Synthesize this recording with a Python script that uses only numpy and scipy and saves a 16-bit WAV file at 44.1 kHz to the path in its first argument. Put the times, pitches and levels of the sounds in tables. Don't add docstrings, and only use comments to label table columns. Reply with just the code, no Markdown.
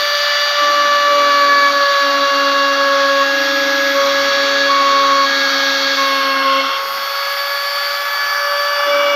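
import sys
import numpy as np
from scipy import signal
from scipy.fft import rfft, irfft
from scipy.io import wavfile
from scipy.ndimage import uniform_filter1d, minimum_filter1d, map_coordinates

SR = 44100
rng = np.random.default_rng(int(sys.argv[2]) if len(sys.argv) > 2 else 0)


def natural_amplitude(level_db):
    exponent = np.asarray(level_db, float) / 20
    return 10 ** exponent


def to_wav(sig):
    pcm = np.clip(np.atleast_2d(sig), -1, 1) * 32767
    pcm = np.round(pcm).astype(np.int16)
    wavfile.write(sys.argv[1], SR, pcm.T)


N = 403515

TURN_S = 0.027
CORNER_SHARE = 0.83

# (start [s], shaft order 1 [dB], order 2 [dB], order 3 [dB], order 4 [dB])
STROKE_LEVELS = [(0, -24.5, -26, -22.5, -32.5), (.575, -21.5, -15, -21.5, -32),
                 (1.08, -18.5, -15, -23.5, -28.5), (1.3, -21.5, -13.5, -21, -28),
                 (1.48, -22.5, -13.5, -15.5, -24.5), (1.715, -21, -17.5, -20, -38),
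                 (2.81, -17.5, -18.5, -20, -40.5), (3.195, -20, -13, -21.5, -40),
                 (3.24, -21, -32, -18.5, -42), (3.945, -18.5, -22.5, -25.5, -37),
                 (4.13, -20, -26, -20.5, -35), (4.56, -20, -27, -17.5, -32), (4.69, -22, -13.5, -28.5, -29),
                 (5.26, -25, -32.5, -19.5, -29), (5.975, -26, -19.5, -24.5, -28.5),
                 (6.445, -22.5, -15.5, -36, -33), (6.575, -21, -19.5, -26, -21),
                 (6.615, -30, -23.5, -46, -34.5), (6.85, -32, -26, -38, -43),
                 (7.1, -29.5, -26.5, -27, -34.5), (8.13, -38, -26, -20.5, -31),
                 (8.36, -23.5, -23, -23.5, -33.5), (8.868, -17, -21, -34, -34), (8.915, -16, -23, -34, -21)]
# (time [s], half length [s])
SECOND_ORDER_CORNERS = [(1.726, 0.017), (2.752, .035), (3.925, 0.027), (4.14, 0.023), (4.595, .05), (5.41, .05)]
# (time [s], half length [s])
THIRD_ORDER_CORNERS = [(.575, .03), (.73, 0.034), (1.182, 0.1), (1.473, 0.026), (1.7, 0.032), (3.952, .03),
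                       (4.06, .04), (5.83, 0.041)]


def bit(shake):
    lifted = gate(6.7, 8.8, ramp_s=.1)
    in_steel = held(STROKE_LEVELS, TURN_S)
    in_air = held(STROKE_LEVELS, settle_s=0.27)
    first, second, third, fourth = (1 - lifted) * in_steel + lifted * in_air
    second_breaks = np.prod([dip(*corner, CORNER_SHARE) for corner in SECOND_ORDER_CORNERS], axis=0)
    third_breaks = np.prod([dip(*corner, CORNER_SHARE) for corner in THIRD_ORDER_CORNERS], axis=0)
    skips = stutter()
    angle = shaft()
    once = tone(angle, first, rough=0.11, rate=40)
    twice = tone(2 * angle + 1.28 + wobble(1.53), second, rough=0.07, rate=54) * second_breaks
    thrice = tone(3 * angle + 1.6 + wobble(1.535), third, rough=0.15, rate=60) * third_breaks * skips
    ring = tone(4 * angle + 2.44 + wobble(1.5), fourth, rough=0.17, rate=30) * skips
    halt = dip(5.962, half_s=0.02, share=.75)
    strikes = once + (twice + thrice) * (1 + shake) + ring
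    return uneven_strikes(angle) + strikes * halt * bite()


# (start [s], end [s], level [dB])
UNEVEN_STRETCHES = [
    (0.567, 1.2, -47),
    (1.113, 1.86, -35.5),
    (1.997, 2.29, -31.5),
    (2.29, 4.022, -31),
    (3.99, 4.328, -32),
    (4.317, 6.712, -32),
    (8.887, 9.3, -40.5),
]


def uneven_strikes(angle):
    even_db, ramp_s = -64.5, 0.062
    stretches = [natural_amplitude(db) * gate(start, end, ramp_s) for start, end, db in UNEVEN_STRETCHES]
    half = tone(angle / 2, 0, rough=0.14, rate=43)
    three_halves = tone(3 * angle / 2, -9, rough=0.46, rate=20)
    return (natural_amplitude(even_db) + sum(stretches)) * (half + three_halves)


# (start [s], end [s], skip rate [Hz], share lost [0-1])
RIDGED_PATCHES = [
    (2.08, 2.56, 12.4, 0.87),
    (8.932, 9.2, 29, 0.63),
]


def stutter():
    t = np.arange(N) / SR
    loss = 0
    for start, end, hz, share in RIDGED_PATCHES:
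        skips = np.sin(np.pi * hz * (t - start)) ** 4
        loss = loss + share * gate(start, end, .02) * skips
    return 1 - loss


# (time [s], gain [dB])
BITE_GAINS = [
    (1.085, 1.5),
    (1.76, 1.5),
    (3.955, 3),
    (5.98, 2.5),
    (6.455, 1),
]


def bite():
    t, ease_s = np.arange(N) / SR, 0.16
    gain_db = 0
    for s, db in BITE_GAINS:
        gain_db = gain_db + db * gate(s - TURN_S / 2, 99, TURN_S) * np.exp(-abs(t - s) / ease_s)
    return natural_amplitude(gain_db)


# (time [s], speed [Hz])
SHAFT_SPEED = [(0, 582), (.6, 582.8), (1.09, 577.9), (1.39, 571.5), (2.09, 561.8), (2.39, 558.9),
               (2.84, 556.5), (3.2, 553.8), (3.76, 555.4), (4.65, 557.2), (5.4, 550.9), (6.05, 548.1),
               (6.54, 542.3), (7.17, 558), (7.43, 562.9), (7.83, 568.5), (8.75, 576.2), (9.16, 573)]


def shaft():
    return turns(curves(SHAFT_SPEED)[0])


MOTOR_ORDERS = {5: (-28.5, -31.5, -50, -41, -25.5), 6: (-30, -34, -35.5, -35, -29),
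                7: (-33, -46, -50.5, -51, -50), 10: (-40, -41.5, -46, -43, -43),
                12: (-49.5, -52, -50, -52, -60)}
# (order, level re blades [dB])
BLADE_FOLLOWERS = [(14, -41.5), (16, -40), (22, -32.5)]
# (time [s], blades [dB], commutator [dB])
WHINE_LEVELS = [(0, -24, -49), (.45, -24, -50), (.8, -31, -57), (1.2, -34.5, -52), (1.55, -26.5, -51),
                (2.75, -32, -55), (3.05, -41.5, -55), (3.5, -39, -43), (4.15, -31.5, -43.5),
                (4.5, -25.5, -52), (4.83, -27.5, -66), (5.45, -26, -44.5), (6.1, -28, -45),
                (6.55, -29, -60.5), (6.88, -35, -39.5), (7.25, -27.5, -39), (8.6, -24, -43),
                (9.15, -38, -46)]
# (time [s], half length [s], share lost [0-1], order)
BENCH_NULLS = [(-0.5, 0.83, .7, 5), (1.7, 0.59, 0.75, 5), (2.98, 0.27, .75, 5), (4, 1, .85, 5),
               (5.5, 1.13, 0.91, 5), (8.15, .3, .7, 5), (1.8, 1.5, 0.58, 6), (3.5, 0.65, 0.37, 6),
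               (6.5, 0.48, .85, 6), (8.5, .35, .7, 6), (0.5, .9, .75, 7), (1.5, .75, 0.98, 7),
               (4, 1.6, .4, 7), (8.02, 0.11, 0.83, 8), (8.36, .13, 0.49, 8), (6, .15, .6, 8),
               (-0.2, 1.4, .75, 12)]
SPARK_ROUGHNESS = (.13, .15, .2, .45, .45)


def motor():
    blades_db, commutator_db = curves(WHINE_LEVELS)
    levels = {k: placed(db) for k, db in MOTOR_ORDERS.items()}
    levels[8] = blades_db
    for k, db in BLADE_FOLLOWERS:
        levels[round(k)] = blades_db + db
    left = {k: 1 for k in levels}
    for s, half_s, share, k in BENCH_NULLS:
        left[round(k)] = left[round(k)] * dip(s, half_s, share)
    angle = shaft()
    orders = 0
    for k, db in levels.items():
        orders = orders + left[k] * tone(k * angle + wobble(1.504), db, rough=0.17, rate=30)
    return orders + tone(24 * angle, commutator_db, rough=placed(SPARK_ROUGHNESS), rate=16)


# (fan body [dB], fan rush [dB], top hiss re brushes [dB])
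AIR_LEVELS = [(-26, -26.5, -1.5), (-25.5, -29.5, -13), (-28, -33.5, -4), (-26, -36, -3.5), (-24.5, -36, -1)]
# (frequency [Hz], level [dB per Hz])
BODY_SPECTRUM = [(130, -82), (250, -45), (420, -21.5), (620, -16), (850, -8), (1030, -11.5), (1150, -1.5),
                 (1300, -0.5), (1600, -5.5), (1760, -10), (2000, -18), (2800, -16), (3640, -26),
                 (6160, -120)]
# (frequency [Hz], level [dB per Hz])
RUSH_SPECTRA = [
    [(1180, -17), (2000, 0), (2770, -10), (3010, -8), (3410, 0), (4180, -1), (4590, 1), (5240, -9.5),
     (5760, -8.5), (6700, -16.5), (7940, -40.5), (9000, -47), (11700, -74), (19800, -120)],
    [(1180, -34), (2000, -3), (2210, -2.5), (2400, -10), (3230, 1.5), (4100, -10), (4450, -2), (4590, -6),
     (5580, -12), (7180, -33), (9000, -45), (11700, -71), (19800, -120)],
    [(1180, -47), (2000, 0.5), (2230, -3), (2640, -10.5), (3290, -1), (4100, -8), (4740, 0), (6330, -17),
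     (6870, -19), (7940, -35), (9000, -34), (11700, -60), (19800, -120)],
    [(1180, -40), (2000, -5), (2250, -5.5), (2480, -14.5), (3350, -5.5), (4200, -15), (4450, -8),
     (4740, -6.5), (5870, -13), (6610, -24.5), (9000, -41), (11700, -69), (19800, -120)],
]
# (time [s], gain [dB])
FAN_NEARNESS = [(0, 0), (.4, 1), (1, -1), (2.2, -1), (3.6, 0.4), (4.6, 1), (4.9, -.5), (5.95, 2),
                (6.25, -1.5), (6.55, .5), (6.82, -2.5), (7.3, 1), (8.25, -0.5), (8.6, 0.5), (9.15, 0)]


def fan():
    body_db, rush_db, _ = (placed(db) for db in np.transpose(AIR_LEVELS))
    body_gain = natural_amplitude(body_db + 0.23 * wobble(1.995) + 0.16 * wobble(5.2))
    body = body_gain * rush(BODY_SPECTRUM, 1214, 1530, patchy_db=0.43, pulse=0.22)
    stance = np.minimum(curves(PHONE_POSITIONS)[0], len(RUSH_SPECTRA) - 1)
    colours = 0
    for k, spectrum in enumerate(RUSH_SPECTRA):
        share = np.sqrt(np.clip(1 - abs(stance - k), 0, 1))
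        colours = colours + share * rush(spectrum, 3442, 4324, patchy_db=0.85, pulse=0.068)
    return body + natural_amplitude(rush_db + curves(FAN_NEARNESS)[0] + 0.52 * wobble(9)) * colours


# (frequency [Hz], level [dB per Hz])
HISS_SPECTRUM = [(6500, -40), (7900, -19), (9000, -12.5), (10600, -6), (11600, -2.5), (13000, 3),
                 (13800, -9), (14600, -14), (15600, -31)]
# (time [s], level [dB])
BRUSH_LEVELS = [(0.0, -47.5), (0.61, -51.5), (1.47, -50.5), (2.11, -53), (5.94, -53), (6.06, -46),
                (6.75, -50.5), (6.91, -45.5), (7.77, -44), (8.77, -46), (9.12, -50.5), (9.15, -49)]


def brushes():
    hiss_db = curves(BRUSH_LEVELS)[0]
    top_db = placed(np.transpose(AIR_LEVELS)[2])
    brush = natural_amplitude(hiss_db + .6 * wobble(11)) * rush(HISS_SPECTRUM, 9100, 11980, patchy_db=1.4, pulse=.1)
    top_spectrum = [(12000, -30), (13200, -10), (14200, -1), (15000, -2), (15600, 0)]
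    top = natural_amplitude(hiss_db + top_db + 1.2 * wobble(3)) * rush(top_spectrum, 14360, 15250, patchy_db=.8)
    return brush + top


# (start [s], end [s], step rate [Hz], level [dB], width [Hz])
AXIS_MOVES = [(.58, 1.15, 304, -42.5, 30), (.6, 1.8, 246.4, -49, 7.9), (1.05, 1.65, 448, -38.5, 4),
              (2.05, 4, 179, -63, 4), (2.2, 3.9, 451, -47.5, 14), (2.8, 3.2, 122, -64, 8),
              (3.3, 3.97, 302, -40, 3.2), (3.967, 5.22, 436, -42.5, 8.7), (3.98, 4.83, 123.7, -55.5, 9),
              (4.88, 5.22, 121, -58.5, 9), (3.998, 5.4, 244.4, -48.5, 11), (4.6, 5.9, 368, -48, 14),
              (5.5, 6.999, 446, -46, 12), (6.8, 8.2, 100, -76.5, 3.5), (6.85, 7.06, 212, -53, 20),
              (4, 6.6, 174, -64, 4), (6.45, 6.6, 122, -62, 10)]


def drives():
    hum, shake = np.zeros(N), np.zeros(N)
    for start, end, hz, db, width in AXIS_MOVES:
        steps = gate(start, end, .04) * tone(turns(np.full(N, hz)), db, rough=0.6, rate=width)
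        hum += steps
        shake += 30 * steps * (hz < 150)
    return hum, shake


# (frequency [Hz], level [dB per Hz])
FRAME_SPECTRUM = [(20, -32), (60, -32), (100, -20.5), (140, -18), (200, -3.5), (300, 6.5), (480, 2.5),
                  (800, 1), (1000, -23)]
# (time [s], level [dB])
FEED_LEVELS = [
    (0, -59),
    (.07, -82),
    (.57, -59),
    (1.82, -60),
    (2.1, -59),
    (6.72, -61.5),
    (7.08, -74),
    (8.85, -56.5),
]


def frame():
    level_db = held(FEED_LEVELS, .06)[0] + 1.6 * wobble(5) + 1.5 * wobble(16)
    return natural_amplitude(level_db) * rush(FRAME_SPECTRUM, 140, 245, patchy_db=0.5)


def workshop():
    spectrum = [(15, -9), (40, -4), (100, -3), (200, -5), (400, -20)]
    return natural_amplitude(-75.5 + 3 * wobble(8)) * rush(spectrum, 20, 200, patchy_db=1.0)


# (time [s], position [0-4])
PHONE_POSITIONS = [(0, 0), (6.02, 0), (6.42, 1), (6.76, 1), (6.82, 2), (8, 2), (8.3, 3), (9.15, 4)]


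def placed(values):
    return np.interp(curves(PHONE_POSITIONS)[0], np.arange(len(values)), values)


def rush(spectrum, lo_hz, hi_hz, patchy_db, pulse=0):
    z = signal.stft(rng.standard_normal(N), nperseg=512)[2]
    field = uniform_filter1d(uniform_filter1d(rng.standard_normal(z.shape), 6, 0), 14, 1)
    ridges = uniform_filter1d(rng.standard_normal(z.shape), size=160, axis=1)
    patchy = z * natural_amplitude(patchy_db * unit(field) + 1.9 * unit(ridges))
    noise = signal.istft(patchy, nperseg=512)[1][:N] * (1 + pulse * np.cos(shaft()))
    hz = np.fft.rfftfreq(N, 1 / SR)
    f, db = np.transpose(spectrum)
    colour_db = np.interp(np.log(hz + 1), np.log(f + 1), db, -120, -120)
    shaped = rfft(noise) * natural_amplitude(colour_db)
    inside = irfft(shaped * (hz > lo_hz) * (hz < hi_hz), N)
    return irfft(shaped, N) / np.std(inside)


def tone(angle, db, rough, rate):
    flutter = 1 + rough * (wobble(rate) + 1j * wobble(rate))
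    wave = np.real(flutter * np.exp(1j * angle))
    return np.sqrt(2) * natural_amplitude(db) * wave / np.sqrt(1 + 2 * rough ** 2)


def turns(hz):
    return 2 * np.pi * np.cumsum(hz) / SR


def wobble(rate):
    knots = rng.standard_normal(int(N * rate / SR) + 4)
    return map_coordinates(knots, [np.arange(N) * rate / SR])


def unit(x):
    return x / np.sqrt(np.mean(x ** 2) + 1e-20)


def curves(rows):
    s, *cols = np.transpose(rows)
    return [np.interp(np.arange(N) / SR, s, c) for c in cols]


def held(rows, settle_s):
    s, *cols = np.transpose(rows)
    row = np.searchsorted(s, np.arange(N) / SR, "right") - 1
    return uniform_filter1d(np.array(cols)[:, row], size=round(settle_s * SR), axis=1)


def gate(start, end, ramp_s):
    t = np.arange(N) / SR
    return np.clip(np.minimum(t - start, end - t) / ramp_s, 0, 1)


def dip(s, half_s, share):
    return 1 - np.clip(share, 0, 1) * gate(s - half_s, s + half_s, half_s)


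def scene():
    hum, shake = drives()
    return (bit(shake) + motor() + fan() + brushes() + frame() + hum + workshop())[None]


def top_cut(x):
    return signal.sosfilt(signal.butter(12, 15510, fs=SR, output="sos"), x)


def record(dry):
    needed = np.minimum(1, .84 / (abs(dry) + 1e-9))
    lowest = minimum_filter1d(needed, size=400)
    gain = uniform_filter1d(uniform_filter1d(lowest, size=200), size=200)
    return top_cut(dry * gain)


dry = scene()
out = record(dry)
to_wav(out)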